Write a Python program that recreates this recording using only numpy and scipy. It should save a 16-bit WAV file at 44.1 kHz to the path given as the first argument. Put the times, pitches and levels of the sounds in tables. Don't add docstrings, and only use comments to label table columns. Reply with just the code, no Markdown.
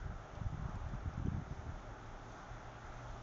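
import sys
import numpy as np
from scipy import signal
from scipy.fft import rfft, irfft
from scipy.io import wavfile
from scipy.ndimage import uniform_filter1d

SR = 44100
rng = np.random.default_rng(int(sys.argv[2]) if len(sys.argv) > 2 else 0)


def magnitude_from_level(level_db):
    exponent = np.asarray(level_db, float) / 20
    return 10 ** exponent


def to_wav(sig):
    pcm = np.clip(np.atleast_2d(sig), -1, 1) * 32767
    pcm = np.round(pcm).astype(np.int16)
    wavfile.write(sys.argv[1], SR, pcm.T)


N = 142002
T = np.arange(N) / SR


def curve(table, column=1):
    points = np.array(table)
    return np.interp(T, points[:, 0], points[:, column])


def walk(rate_hz):
    hold = int(SR / rate_hz)
    steps = np.repeat(rng.standard_normal(N // 400 + 2), hold)[:N + hold]
    return 1.2 * uniform_filter1d(uniform_filter1d(steps, hold), hold)[:N]


def airy(colour, level_db, shared_db, own_db, rate_hz):
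    octave = np.log2(np.maximum(np.fft.rfftfreq(N, 1 / SR), 1))
    points = np.array(colour, float)
    points_octave = np.log2(points[:, 0])
    below = np.maximum(points_octave[0] - octave, 0)
    above = np.maximum(octave - points_octave[-1], 0)
    gain_db = np.interp(octave, points_octave, points[:, 1]) - 67 * (below + above)
    spectrum = rfft(rng.standard_normal(N)) * magnitude_from_level(gain_db)
    noise = 0
    for centre in np.arange(3, 14, .5):
        share = np.cos(np.pi / 2 * np.clip(2 * (octave - centre), -1, 1)) ** 2
        noise = noise + irfft(spectrum * share, N) * magnitude_from_level(own_db * walk(rate_hz))
    noise = noise * magnitude_from_level(shared_db)
    return noise * magnitude_from_level(level_db) / np.std(noise)


def eddies(start_s, level_db, pitch_hz, cycles, turn):
    half = 4000
    pressure = np.zeros(N + 2 * half)
    span_s = np.arange(-half, half) / SR
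    for s, db, hz, phase in zip(start_s, level_db, pitch_hz, turn):
        i = int(s * SR)
        cycle = span_s * hz
        swing = np.exp(-.5 * (cycle / cycles) ** 2) * np.cos(2 * np.pi * (cycle + phase))
        pressure[i:i + 2 * half] += magnitude_from_level(db) * swing
    return pressure[half:N + half]


def strong_eddies():
    # start_s, level_db, pitch_hz
    thumps = [(0.06, -32, 72), (0.098, -38, 95), (0.417, -29.5, 110.7), (0.466, -27.5, 79.7),
              (0.531, -33.5, 103.4), (0.578, -37.5, 110), (0.598, -33.5, 122.6), (0.625, -34, 97),
              (0.657, -32, 67), (0.695, -39.5, 114), (0.746, -32.5, 87), (0.77, -37.5, 70.5),
              (0.818, -42, 63.7), (0.866, -31.5, 73.5), (0.9, -44, 85), (0.951, -32, 123), (1.078, -30, 66),
              (1.179, -31, 117), (1.225, -31.5, 91), (1.254, -27.5, 110), (1.284, -24, 127),
              (1.321, -32.5, 135), (1.349, -28.5, 96), (1.374, -34.5, 80), (1.396, -34, 134),
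              (1.425, -36.5, 91), (1.514, -31.5, 106), (1.595, -39, 75), (1.67, -37, 76), (1.696, -36, 80),
              (0.115, -38, 108), (0.164, -42.5, 70), (0.436, -38, 95), (0.454, -36.5, 82), (0.501, -47, 86),
              (0.547, -32, 106), (0.638, -39, 68.6), (0.717, -43, 109), (0.758, -38, 102), (0.841, -37, 70),
              (0.938, -34, 114), (1.032, -43, 78), (1.096, -41.5, 124), (1.113, -46, 100),
              (1.138, -42, 97.5), (1.158, -40, 92.5), (1.2, -32.5, 106), (1.213, -40, 97),
              (1.296, -33, 101), (1.363, -38, 121), (1.384, -36.5, 112), (1.478, -43, 110),
              (1.527, -35.5, 90), (1.657, -40.5, 91)]
    # start_s, level_db, pitch_hz
    puffs = [(0.018, -39, 44.7), (0.136, -45, 61), (.21, -47, 90), (.245, -47, 110), (0.337, -43, 85),
             (.375, -39, 80), (1.061, -34.5, 110), (1.573, -47, 111), (1.741, -42, 80), (1.77, -51, 120),
             (1.92, -47, 45), (2.085, -47, 44), (2.142, -48.5, 42), (2.33, -45.5, 55), (2.478, -56, 50),
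             (2.754, -51, 50), (2.853, -44, 54), (2.901, -44, 52), (2.515, -45, 50), (2.66, -48.5, 60),
             (3.105, -42.5, 44.7), (3.139, -42, 60.2)]
    # start_s, level_db, pitch_hz
    rim = [(0.417, -54, 201), (0.464, -44.5, 193), (0.525, -45.5, 229), (0.585, -63, 208),
           (0.596, -50, 229), (0.697, -44.5, 251), (0.745, -55, 261), (0.762, -42.5, 220),
           (0.937, -44, 203), (0.951, -43, 206), (1.061, -40.5, 224), (1.092, -50, 218), (1.178, -51, 218),
           (1.2, -39, 259), (1.226, -42, 209), (1.261, -33.5, 218), (1.272, -34.5, 300), (1.285, -39, 215),
           (1.314, -49, 213), (1.335, -38.5, 217), (1.35, -43, 202), (1.365, -39, 240), (1.379, -41.5, 192),
           (1.403, -51, 206), (1.417, -44, 230), (1.513, -41.5, 212), (1.669, -45, 228),
           (1.697, -49.5, 204), (0.542, -47, 279), (0.627, -47, 271), (1.249, -48, 229), (1.526, -45, 239)]
    large = np.array(list(thumps) + list(puffs), float)
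    small = np.array(rim, float)
    body = eddies(large[:, 0], large[:, 1] + 0.5, large[:, 2], 0.29, rng.random(len(large)))
    return body + eddies(small[:, 0], small[:, 1], small[:, 2], 0.47, rng.random(len(small)))


def small_eddies():
    # start_s, level_db, pitch_hz
    gust = [(0, -54, 62), (.1, -36.5, 72.4), (.2, -50.5, 68.6), (.35, -55.5, 69.7), (.44, -39, 79),
            (.6, -44.5, 94), (.85, -40, 75), (1.0, -45, 80.6), (1.09, -41.5, 80), (1.14, -52, 89),
            (1.3, -37.5, 108), (1.45, -49, 90.6), (1.53, -47.5, 91), (1.72, -39, 62), (1.8, -61.5, 58.3),
            (2.5, -58, 51), (3.05, -60, 49.6), (3.22, -61, 49.3)]
    per_s, trim_db, scatter_db, pitch_spread = 70, -5.5, 2.35, 0.49
    chance = rng.random((500, 4))
    start_s = np.cumsum(0.37 + 1.4 * chance[:, 0]) / per_s
    inside = start_s < T[-1]
    chance, start_s = chance[inside], start_s[inside]
    i = (start_s * SR).astype(int)
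    level_db = curve(gust)[i] + trim_db - scatter_db * np.log(chance[:, 1] + 0.011)
    pitch_hz = curve(gust, 2)[i] * np.exp(pitch_spread * 3.5 * (chance[:, 2] - .5))
    return eddies(start_s, level_db, pitch_hz, 0.56, chance[:, 3])


def tree():
    # pitch_hz, density_db (per Hz)
    branch_colour = [(450, -12), (608, -2.5), (783, -0.5), (997, -5.5), (1330, -2), (1700, -10),
                     (2600, -20), (3500, -23)]
    # pitch_hz, density_db (per Hz)
    leaf_colour = [(2500, -15), (3500, 5.5), (4500, -2), (5300, 1), (6300, 5), (6900, 1), (7400, -7),
                   (7900, -17)]
    # start_s, leaves_db, branches_db
    breeze = [(0, -1, -1), (.25, -2, -0.5), (.4, -1, 1.5), (.5, -1.5, -0.6), (.62, -1.5, 0.5),
              (.8, -0.5, 0.5), (1, -1.5, -0.3), (1.3, -0.5, -0.2), (1.55, 0, -1.5), (1.8, -0.5, 0),
              (2.1, 0.5, -0.5), (2.4, 2, 1), (2.7, 0, 0.7), (2.9, 1.5, 0.2), (3.1, 2.5, 1), (3.22, 3, 0)]
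    branch_swell_db = curve(breeze, 2) + 0.3 * walk(15)
    leaf_swell_db = 0.88 * curve(breeze) + 0.63 * walk(17)
    branches = airy(branch_colour, -55.5, branch_swell_db, 0.99, 10)
    return branches + airy(leaf_colour, -71.5, leaf_swell_db, 0.093, 10)


def traffic():
    # pitch_hz, density_db (per Hz)
    drone_colour = [(15, -20), (25, 2.5), (53, -2.5), (81, -16), (141, -11.5), (270, -14.5), (390, -16),
                    (520, -20.5)]
    return airy(drone_colour, -54, .4 * walk(6), 1.0, 8)


def generator():
    # start_s, pitch_hz, level_db
    hum = [(0, 103.2, -64.5), (1.8, 107, -68.5), (1.89, 112.1, -51), (1.98, 110.1, -65),
           (2.11, 110.5, -56.5), (2.17, 111.5, -66), (2.28, 115.2, -55.5), (2.43, 114.9, -73.5),
           (2.54, 116.8, -50.5), (2.63, 117.6, -68), (2.67, 116.6, -56.5), (2.73, 119.4, -59),
           (2.79, 116.9, -55), (2.87, 116.6, -63.5), (3.0, 120.5, -54), (3.22, 118.5, -57)]
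    level_db = curve(hum, 2) + 2.2 * walk(33)
    pitch_hz = curve(hum) * (1 + 0.0072 * walk(22))
    return magnitude_from_level(level_db) * np.sqrt(2) * np.sin(2 * np.pi * np.cumsum(pitch_hz) / SR)


def mount():
    # pitch_hz, level_db
    resonances = [(613.6, -68), (777, -72.5), (845.4, -70), (391, -71.5), (274.5, -72.5)]
    width_hz = 18
    whine = np.zeros(N)
    for hz, db in resonances:
        b, a = signal.iirpeak(hz, hz / width_hz, fs=SR)
        ring = signal.lfilter(b, a, rng.standard_normal(N))
        whine = whine + magnitude_from_level(db) * ring / np.std(ring)
    return whine


def ticks():
    # start_s, peak_db, pitch_hz, half_width (relative to pitch)
    clear = [(.352, -53, 3000, .09), (0.692, -59, 5450, .4), (.753, -56, 5000, .5),
             (0.886, -57.5, 5200, 0.4), (1.005, -62, 3970, .15), (1.135, -63, 5030, .15),
             (1.258, -63, 6090, .05), (1.268, -58, 3080, .03), (0.35, -57, 5530, .4),
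             (2.317, -60, 5000, 0.47), (2.319, -57, 6400, .05), (2.92, -60, 4020, .12)]
    rustle_per_s, rustle_db, rustle_half_width = 14, -72.5, 0.36
    attack_s, decay_s, length = .001, 0.0059, 2000
    chance = rng.random((80, 3))
    start_s = np.cumsum(2 * chance[:, 0]) / rustle_per_s
    peak_db = rustle_db + 4 * chance[:, 1]
    pitch_hz = 2200 + 4000 * chance[:, 2]
    faint = np.c_[start_s, peak_db, pitch_hz, np.full(len(chance), rustle_half_width)]
    shape = (1 - np.exp(-T[:length] / attack_s)) * np.exp(-T[:length] / decay_s)
    sound = np.zeros(N + length)
    for s, db, hz, width in list(clear) + list(faint):
        band_hz = [hz * (1 - width), hz * (1 + width)]
        sos = signal.butter(2, band_hz, "band", fs=SR, output="sos")
        burst = signal.sosfilt(sos, rng.standard_normal(length))
        i = min(int(s * SR), N)
        sound[i:i + length] += magnitude_from_level(db) * burst / np.std(burst) * .6 * shape
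    return sound[:N]


def scene():
    wind = strong_eddies() + small_eddies()
    turbine = generator() + mount()
    return (wind + tree() + traffic() + turbine + ticks())[None]


def band_limit(x):
    return signal.sosfilt(signal.butter(12, 8070, fs=SR, output="sos"), x)


def record(dry):
    x = signal.sosfilt(signal.butter(1, 13, "high", fs=SR, output="sos"), dry)
    centre_hz, width_hz, edge_hz, flutter_db = 7020, 350, 150, 7
    away_hz = abs(np.fft.rfftfreq(N, 1 / SR) - centre_hz)
    share = np.clip((width_hz / 2 - away_hz) / edge_hz + .5, 0, 1)
    top = irfft(rfft(x) * share, N)
    x = x + top * (magnitude_from_level(flutter_db * np.clip(walk(109), -2, .3)) - 1)
    x = signal.sosfilt(signal.butter(12, 7250, fs=SR, output="sos"), x)
    x = signal.sosfilt(signal.ellip(8, .2, 70, 7650, fs=SR, output="sos"), x)
    return band_limit(x)


dry = scene()
out = record(dry)
to_wav(out)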